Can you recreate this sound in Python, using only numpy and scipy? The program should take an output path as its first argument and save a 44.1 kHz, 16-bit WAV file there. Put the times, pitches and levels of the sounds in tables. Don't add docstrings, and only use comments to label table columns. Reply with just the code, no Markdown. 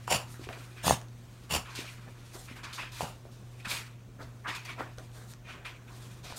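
import sys
import numpy as np
from scipy import signal
from scipy.fft import rfft, irfft, next_fast_len
from scipy.io import wavfile
from scipy.ndimage import uniform_filter1d, map_coordinates

SR = 44100
rng = np.random.default_rng(int(sys.argv[2]) if len(sys.argv) > 2 else 0)


def makeup_ratio(level_db):
    decades = np.asarray(level_db, float) / 20
    return 10 ** decades


def generate_wav(signal):
    frames = np.transpose(np.atleast_2d(signal))
    scaled = np.clip(frames, -1, 1) * 32767
    pcm = np.round(scaled).astype(np.int16)
    wavfile.write(sys.argv[1], SR, pcm)


N = 281358
TIME = np.arange(N) / SR


def unit(x):
    return x / np.sqrt(np.mean(x ** 2) + 1e-20)


def along(points, hz):
    f, v = np.transpose(points)
    return np.interp(np.log(hz + 1), np.log(f + 1), v)


def spectrum(points):
    return lambda f: makeup_ratio(along(points, f))


def wobble(rate_hz):
    return map_coordinates(rng.standard_normal(int(N * rate_hz / SR) + 4), [TIME * rate_hz])


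def filtered(x, response):
    m = next_fast_len(N + SR // 2)
    return irfft(rfft(x, m) * response(np.fft.rfftfreq(m, 1 / SR)), m)[:N]


def resonances(modes):
    def response(f):
        total = 0
        for k, (hz, width, db) in enumerate(modes):
            peak = 1j * f * width / (hz * hz - f * f + 1j * f * width)
            total = total + (-1) ** k * makeup_ratio(db) * peak
        return total
    return response


def steep(lo_hz, hi_hz):
    return lambda f: 1 / np.sqrt((1 + (lo_hz / (f + 1)) ** 8) * (1 + (f / hi_hz) ** 8))


def both(first, second):
    return lambda f: first(f) * second(f)


def noise(response, patchy_db, grain_db=0):
    grains = rng.standard_normal(N) * makeup_ratio(grain_db * wobble(700))
    z = signal.stft(grains, nperseg=512)[2]
    field = uniform_filter1d(rng.standard_normal(z.shape), size=4, axis=0)
    field = uniform_filter1d(field, size=7, axis=1)
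    patchy = signal.istft(z * makeup_ratio(patchy_db * unit(field)), nperseg=512)[1][:N]
    return unit(filtered(patchy, response))


def add(x, s, burst):
    part = x[round(s * SR):][:len(burst)]
    part += burst[:len(part)]


def gesture(s, rise_ms, hold_ms, db, t60, time=TIME):
    rise_power, fall_power, fall_knee_db = 0.81, 1.076, 7.5
    t, rise = time - s, max(rise_ms, 1) / 1000
    fall = 60 * np.clip(t - rise - hold_ms / 1000, 0, None) / t60 / fall_knee_db
    return np.clip(t / rise, 0, 1) ** rise_power * makeup_ratio(db - fall_knee_db * fall ** fall_power)


# (time [s], swell [ms], hold [ms], hiss level [dB], t60 [s])
SNORTS = [
    (0.07, 19.6, 100, -37.5, 0.32),
    (0.097, 10.3, 49.5, -28, 0.1),
    (0.828, 30.7, 67.3, -26, 0.19),
    (1.491, 42.3, 32.7, -28.5, 0.22),
    (3.004, 4.3, 28, -38.5, 0.42),
]
# (time [s], pop peak [dB], pop pitch [Hz], puff of hiss [dB])
FLAPS = [(0.077, -22, 1040, 9), (0.113, -22, 563, 4), (0.125, -26, 670, 6.5), (0.146, -26, 646, 3),
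         (0.161, -44, 650, 5), (0.842, -31, 620, -1.5), (0.867, -19.5, 720, 4), (0.879, -12.5, 930, 6),
         (0.895, -19.5, 656, 5.5), (0.907, -8, 780, 3), (0.923, -24, 660, 2), (1.499, -40, 900, 3),
         (1.511, -44, 900, 8.5), (1.523, -31, 1030, 6.5), (1.538, -27, 690, 8), (1.55, -24, 680, 8.5),
         (1.563, -26, 820, 6.5), (3.006, -20.5, 780, 6), (3.017, -29.5, 859, 6)]
# (frequency [Hz], width [Hz], level [dB])
NOSE_TOWARDS = [(700, 650, -5.5), (2820, 405, 2.5), (4650, 400, -3.5), (5500, 330, -3.5), (7170, 390, -1.5),
                (9550, 1200, -8), (13300, 3400, -16)]
# (frequency [Hz], width [Hz], level [dB])
NOSE_AWAY = [(780, 580, -2), (3680, 1150, -2), (6660, 690, -3.5), (8800, 790, -4), (12900, 4700, -15.5)]


def snorts():
    full_db = -27
    hollow_db, hollow_db_per_db, hollow_swell_share = -30, 0.46, 0.52
    push_db, push_db_per_db, push_free_muzzle_db, push_t60_s = -30.5, 0.7, 4, 0.14
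    hiss_gain, hollow_gain, push_gain = np.zeros(N), np.zeros(N), np.zeros(N)
    for k, (s, swell_ms, hold_ms, db, t60) in enumerate(SNORTS):
        effort_db = db - full_db
        hiss_gain += gesture(s, swell_ms, hold_ms, db, t60)
        hollow_ms = hollow_swell_share * swell_ms
        hollow_hold_ms = swell_ms - hollow_ms + hold_ms
        hollow_gain += gesture(s, hollow_ms, hollow_hold_ms, hollow_db + hollow_db_per_db * effort_db, t60)
        if k > 0:
            free_db = push_free_muzzle_db * (.6 < s < 1.2 or s > 2.5)
            peak_db = push_db + push_db_per_db * effort_db + free_db
            push_gain += gesture(s, swell_ms + hold_ms, 0, peak_db, push_t60_s)
    hollow_gain = np.roll(hollow_gain, round(0.0049 * SR))

    pops, shove, gate_db = np.zeros(N), np.zeros(N), np.zeros(N)
    t = TIME[:SR // 25]
    thump = (np.sin(2 * np.pi * 78 * t) + 0.5 * np.sin(2 * np.pi * 155 * t)) * np.exp(-t / 0.085)
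    for s, pop_db, hz, puff_db in FLAPS:
        age = 3 * t * hz / 2.68
        swell = age * np.exp(1 - age)
        add(pops, s + 0.00125, -makeup_ratio(pop_db + 1.5) * swell ** 3.4 * np.sin(2 * np.pi * hz * t))
        add(shove, s, thump)
        gate_db += puff_db * np.exp(-((TIME - s - 0.0011) / .0045) ** 2)

    away = (TIME > .6) & (TIME < 1.2)
    hiss_band = steep(1700, 17000)
    hiss_away = noise(both(resonances(NOSE_AWAY), hiss_band), 3.9, 0.74)
    hiss_towards = noise(both(resonances(NOSE_TOWARDS), hiss_band), 1.17, 0.76)
    hiss = np.where(away, hiss_away, hiss_towards)
    edge = filtered(hiss, steep(2900, 15000))
    hiss = hiss - edge * (1 - np.clip(hiss_gain / makeup_ratio(-20.0), 0, 1) ** 0.21)
    hollow = noise(both(resonances(NOSE_AWAY[:1]), steep(330, 1600)), 3.2)
    push = 0.6 * filtered(shove, steep(91, 400)) + 0.46 * noise(steep(82, 219), 0.36)
    hiss_part = makeup_ratio(gate_db - 5) * hiss_gain * hiss
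    hollow_part = makeup_ratio(0.28 * gate_db - 7.5) * hollow_gain * hollow
    return hiss_part + hollow_part + pops + push_gain * push


# (time [s], rise [ms], peak [dB], t60 [s], folds re peak [dB])
SCRATCHES = [(.43, 12, -51.5, 0.23, -13), (0.486, 3.7, -54, 0.32, 0), (.525, 5, -51, 0.4, -1),
             (0.759, 27, -50.5, 0.6, -3.5), (1.645, 14, -51, 1.5, 1.5), (1.755, 30, -46, 0.73, -9),
             (2.47, 18, -52, 0.46, -1), (2.555, 11, -50.5, 0.41, -0.5), (2.63, 4, -47, 0.67, 2),
             (2.777, 20, -40.5, 0.43, -2), (2.918, 13, -56.5, 0.3, -1), (2.94, 66, -49.5, 0.35, -1.5),
             (3.598, 4, -55.5, 0.22, -16), (3.646, 10, -40, .2, 0), (3.687, 32, -36.5, 0.48, -3.5),
             (4.468, 16, -39.5, 0.54, -1), (4.548, 6.5, -44, 0.27, -2), (4.648, 5, -45.5, 0.66, -10),
             (4.674, 20, -43, .3, -3), (4.78, 17, -50.5, 0.42, -7), (5.44, 61, -48, 0.49, -5.5),
             (5.646, 8, -42.5, 0.39, -4), (5.877, 3.1, -58, .2, -2), (6.23, 24, -55, 2, 0)]
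# (time [s], rise [ms], peak [dB], t60 [s], drag re peak [dB])
SHOVES = [(.33, 16, -57, 0.12, -18), (.39, 20, -61, 0.44, -2), (.487, 4, -51, 0.51, 5.5),
          (1.0, 4.5, -55.5, .3, 4.5), (1.77, 12, -57.5, .4, 5.5), (2.06, 22, -51.5, 0.14, -1.5),
          (2.335, 9.3, -54, 0.46, -1), (2.776, 3, -42.5, 0.26, -26), (3.252, 3.4, -66, 0.22, 11),
          (4.188, 13, -49, 0.41, 1.5), (4.44, 26, -35.5, .3, -13.5), (4.774, 26, -40.5, 0.35, -3),
          (4.979, 4, -54, 0.28, 0), (5.13, 52, -56.5, 0.78, -2), (5.45, 62, -57.5, 1.5, -0.5),
          (5.89, 15, -57.5, 0.65, -1), (6.24, 9.5, -58, 3.5, 3)]
# (time [s], rise [ms], peak [dB], t60 [s], nap above 6 kHz re peak [dB])
SWISHES = [(.28, 44, -62.5, 0.19, 12), (.39, 14, -58.5, 0.76, -9), (1.69, 10, -50, 0.34, -9),
           (1.75, 4, -40.5, 0.47, -6.5), (1.88, 37, -63, 0.29, 7), (2.325, 20, -54.5, 0.62, 4.5),
           (2.555, 10, -55, 0.16, 0), (2.632, 6.5, -45, 0.21, -19), (2.727, 4.5, -42, 0.41, -7),
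           (2.916, 5.4, -48.5, 0.78, -2), (2.97, 42, -49.5, 0.28, 4), (3.31, 5.6, -63, 0.67, -4),
           (3.67, 48, -36, 0.35, -0.5), (4.19, 23, -56, 0.27, -9), (4.464, 26, -46, .35, -16),
           (4.547, 4.8, -43, 0.21, -5.5), (4.648, 3.6, -51, 0.13, -2), (4.785, 15, -54.5, 0.32, -10),
           (4.97, 3.6, -62, 0.42, 1), (5.12, 35, -58, 0.75, 1.5), (5.27, 48, -56.5, 0.078, 6),
           (5.88, 77, -58.5, 0.87, 0), (6.228, 19, -48, 0.93, -7.5), (6.36, 4.6, -53, 1.5, 9.5)]
# (time [s], rustle level [dB])
RESTLESS = [(0, -63), (.3, -63), (.66, -60), (.8, -64), (1.08, -70.5), (1.33, -67.5), (1.46, -66),
            (2.15, -65.5), (2.3, -63), (2.45, -66), (3.2, -74.5), (3.6, -66), (4.04, -76), (4.35, -69.5),
            (5.1, -70.5), (5.4, -88), (6.1, -61), (6.38, -82)]
RUSTLE_DB = [-3.5, -0.5, -5, 1, 1]
# (frequency [Hz], width [Hz], level [dB])
WEAVE = [(1900, 500, -8), (2450, 270, 0), (3200, 800, -10)]
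# (frequency [Hz], width [Hz], level [dB])
FOLDS = [(944, 197, 0.5), (1550, 680, 0)]
# (frequency [Hz], density [dB per Hz])
DRAG = [(150, -19), (260, 1), (500, -1.5), (750, 2.5), (1100, -33.5)]
# (frequency [Hz], density [dB per Hz])
FIZZ = [(1940, -14), (3300, -5.5), (3550, -3), (4580, -4), (4950, -6), (9730, -8.5), (10600, -14.5),
        (12500, -12), (15800, -23)]


def cloth():
    scratch_drag_db, scratch_fizz_db, scratch_nap_db = -13, -6, -13
    swish_hold_per_t60 = 0.056
    coarse = TIME[::20]

    def power_of(s, rise_ms, db, t60, shares_db, hold=0):
        gain = gesture(s, rise_ms, 1000 * hold * t60, db, t60, coarse)
        return np.outer(makeup_ratio(shares_db), gain) ** 2

    restless_db = np.interp(coarse, *np.transpose(RESTLESS))
    power = makeup_ratio(np.add.outer(RUSTLE_DB, restless_db)) ** 2
    for *stroke, folds_db in SCRATCHES:
        power += power_of(*stroke, [0, folds_db, scratch_drag_db, scratch_fizz_db, scratch_nap_db])
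    for *stroke, drag_db in SHOVES:
        power[1:3] += power_of(*stroke, [0, drag_db])
    for *stroke, nap_db in SWISHES:
        power[3:] += power_of(*stroke, [0, nap_db], swish_hold_per_t60)
    gains = [np.interp(TIME, coarse, gain) for gain in np.sqrt(power)]
    scrape_gain, folds_gain, drag_gain, fizz_gain, nap_gain = gains

    scrape = noise(both(resonances(WEAVE), steep(1500, 4100)), 2.3, 0.79)
    folds = noise(both(resonances(FOLDS), steep(620, 2200)), 2.13, 1.05)
    drag = noise(spectrum(DRAG), 2.9, 1.7)
    fizz = noise(spectrum(FIZZ), 1.7, 1.13)
    nap = filtered(fizz, lambda f: 1 / (1 + (6000 / (f + 1)) ** 5))
    catch = makeup_ratio(1.45 * wobble(45))
    slack = makeup_ratio(1.2 * wobble(60))
    taut = scrape_gain * scrape + fizz_gain * (fizz - nap) + nap_gain * nap
    loose = folds_gain * folds + drag_gain * drag
    return catch * taut + slack * loose


# (time [s], peak [dB], pitch [Hz], thud re peak [dB])
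KNOCKS = [(0.343, -38.5, 1550, -8), (0.395, -34, 326.6, -22), (0.414, -37.5, 316, -8),
          (0.471, -33.5, 393, -16), (0.49, -37, 477, -7), (1.79, -29, 333, -28), (2.09, -51, 221, -1),
          (2.354, -37, 400, -16), (2.513, -37, 258, -18), (3.253, -37, 580, -14), (4.193, -40, 283, -12),
          (4.807, -21.5, 950, -34), (4.983, -36, 483, -13), (5.004, -46, 324, -7), (5.919, -48, 320, -14),
          (6.324, -30.5, 965, -9), (3.67, -35, 204, -13)]
# (time [s], peak [dB], dull part re peak [dB])
CLICKS = [(0.4895, -48.5, 17.5), (0.529, -46, 8.5), (1.0147, -37, -7), (1.0847, -44, -22),
          (2.6336, -47, -6), (4.9843, -34, -16), (5.1173, -52, 3), (5.3366, -38.5, -11), (1.003, -50, -8),
          (4.845, -54, 6), (5.095, -62, 2)]


def paws():
    body, bright, dull = np.zeros(N), np.zeros(N), np.zeros(N)
    t = TIME[:SR // 20]
    for s, db, hz, thud_db in KNOCKS:
        add(body, s, makeup_ratio(db - 60 * t * hz / 9) * np.sin(2 * np.pi * hz * t))
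        add(body, s, makeup_ratio(db + thud_db - 0.5 - 60 * t / 0.089) * np.sin(2 * np.pi * 95 * t))
    for s, db, dull_db in CLICKS:
        snag = np.sign(rng.standard_normal(len(t))) * makeup_ratio(db - 60 * t / 0.0072)
        add(bright, s, makeup_ratio(2.5) * snag)
        add(dull, s, makeup_ratio(dull_db + 8) * snag)
    return body + filtered(bright, steep(3200, 7200)) + filtered(dull, steep(700, 2600))


# (frequency [Hz], t60 [s])
WALLS = [(150, 0.074), (1000, 0.3), (5000, 0.25), (14000, 0.24)]


def walls(x):
    hz, t, z = signal.stft(rng.standard_normal(SR // 2), SR, nperseg=256)
    decay = makeup_ratio(-60 * t / along(WALLS, hz)[:, None])
    tail = signal.istft(z * decay, SR, nperseg=256)[1]
    delayed = np.pad(x, (300, 0))
    return signal.fftconvolve(delayed, tail / np.linalg.norm(tail))[:N]


# (frequency [Hz], level [dB rms])
HUM = [(119.8, -48), (239.6, -67), (359.4, -69.5)]
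# (frequency [Hz], density [dB per Hz])
AIR = [(18, -63), (30, -7), (42, 2), (55, -5), (90, -3.5), (170, -7), (241, -10), (307, -14.5),
       (500, -17.5), (3580, -33), (4950, -39.5), (6140, -32), (10500, -45), (15800, -40.5)]


def room_tone():
    air_db = -54.5
    base_hz = HUM[0][0]
    cycles = base_hz * TIME + np.cumsum(0.6 * wobble(4.1)) / SR
    hum = np.zeros(N)
    for hz, db in HUM:
        hum += makeup_ratio(db + 1.5 + 1.5 * wobble(5.1)) * np.sin(2 * np.pi * hz / base_hz * cycles)
    air = noise(spectrum(AIR), 1.7)
    return hum + makeup_ratio(air_db + 0.74 * wobble(2.03)) * air


def scene():
    nose, feet = snorts(), paws()
    room = walls(makeup_ratio(-15.5) * nose + makeup_ratio(-8.5) * feet)
    return (nose + feet + room + cloth() + room_tone())[None]


def top_cut(x):
    return signal.sosfilt(signal.butter(12, 16770, fs=SR, output="sos"), x)


def record(dry):
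    top_hz = 15830
    mix = filtered(dry[0], lambda hz: hz < top_hz)[None]
    return top_cut(mix)


dry = scene()
out = record(dry)
generate_wav(out)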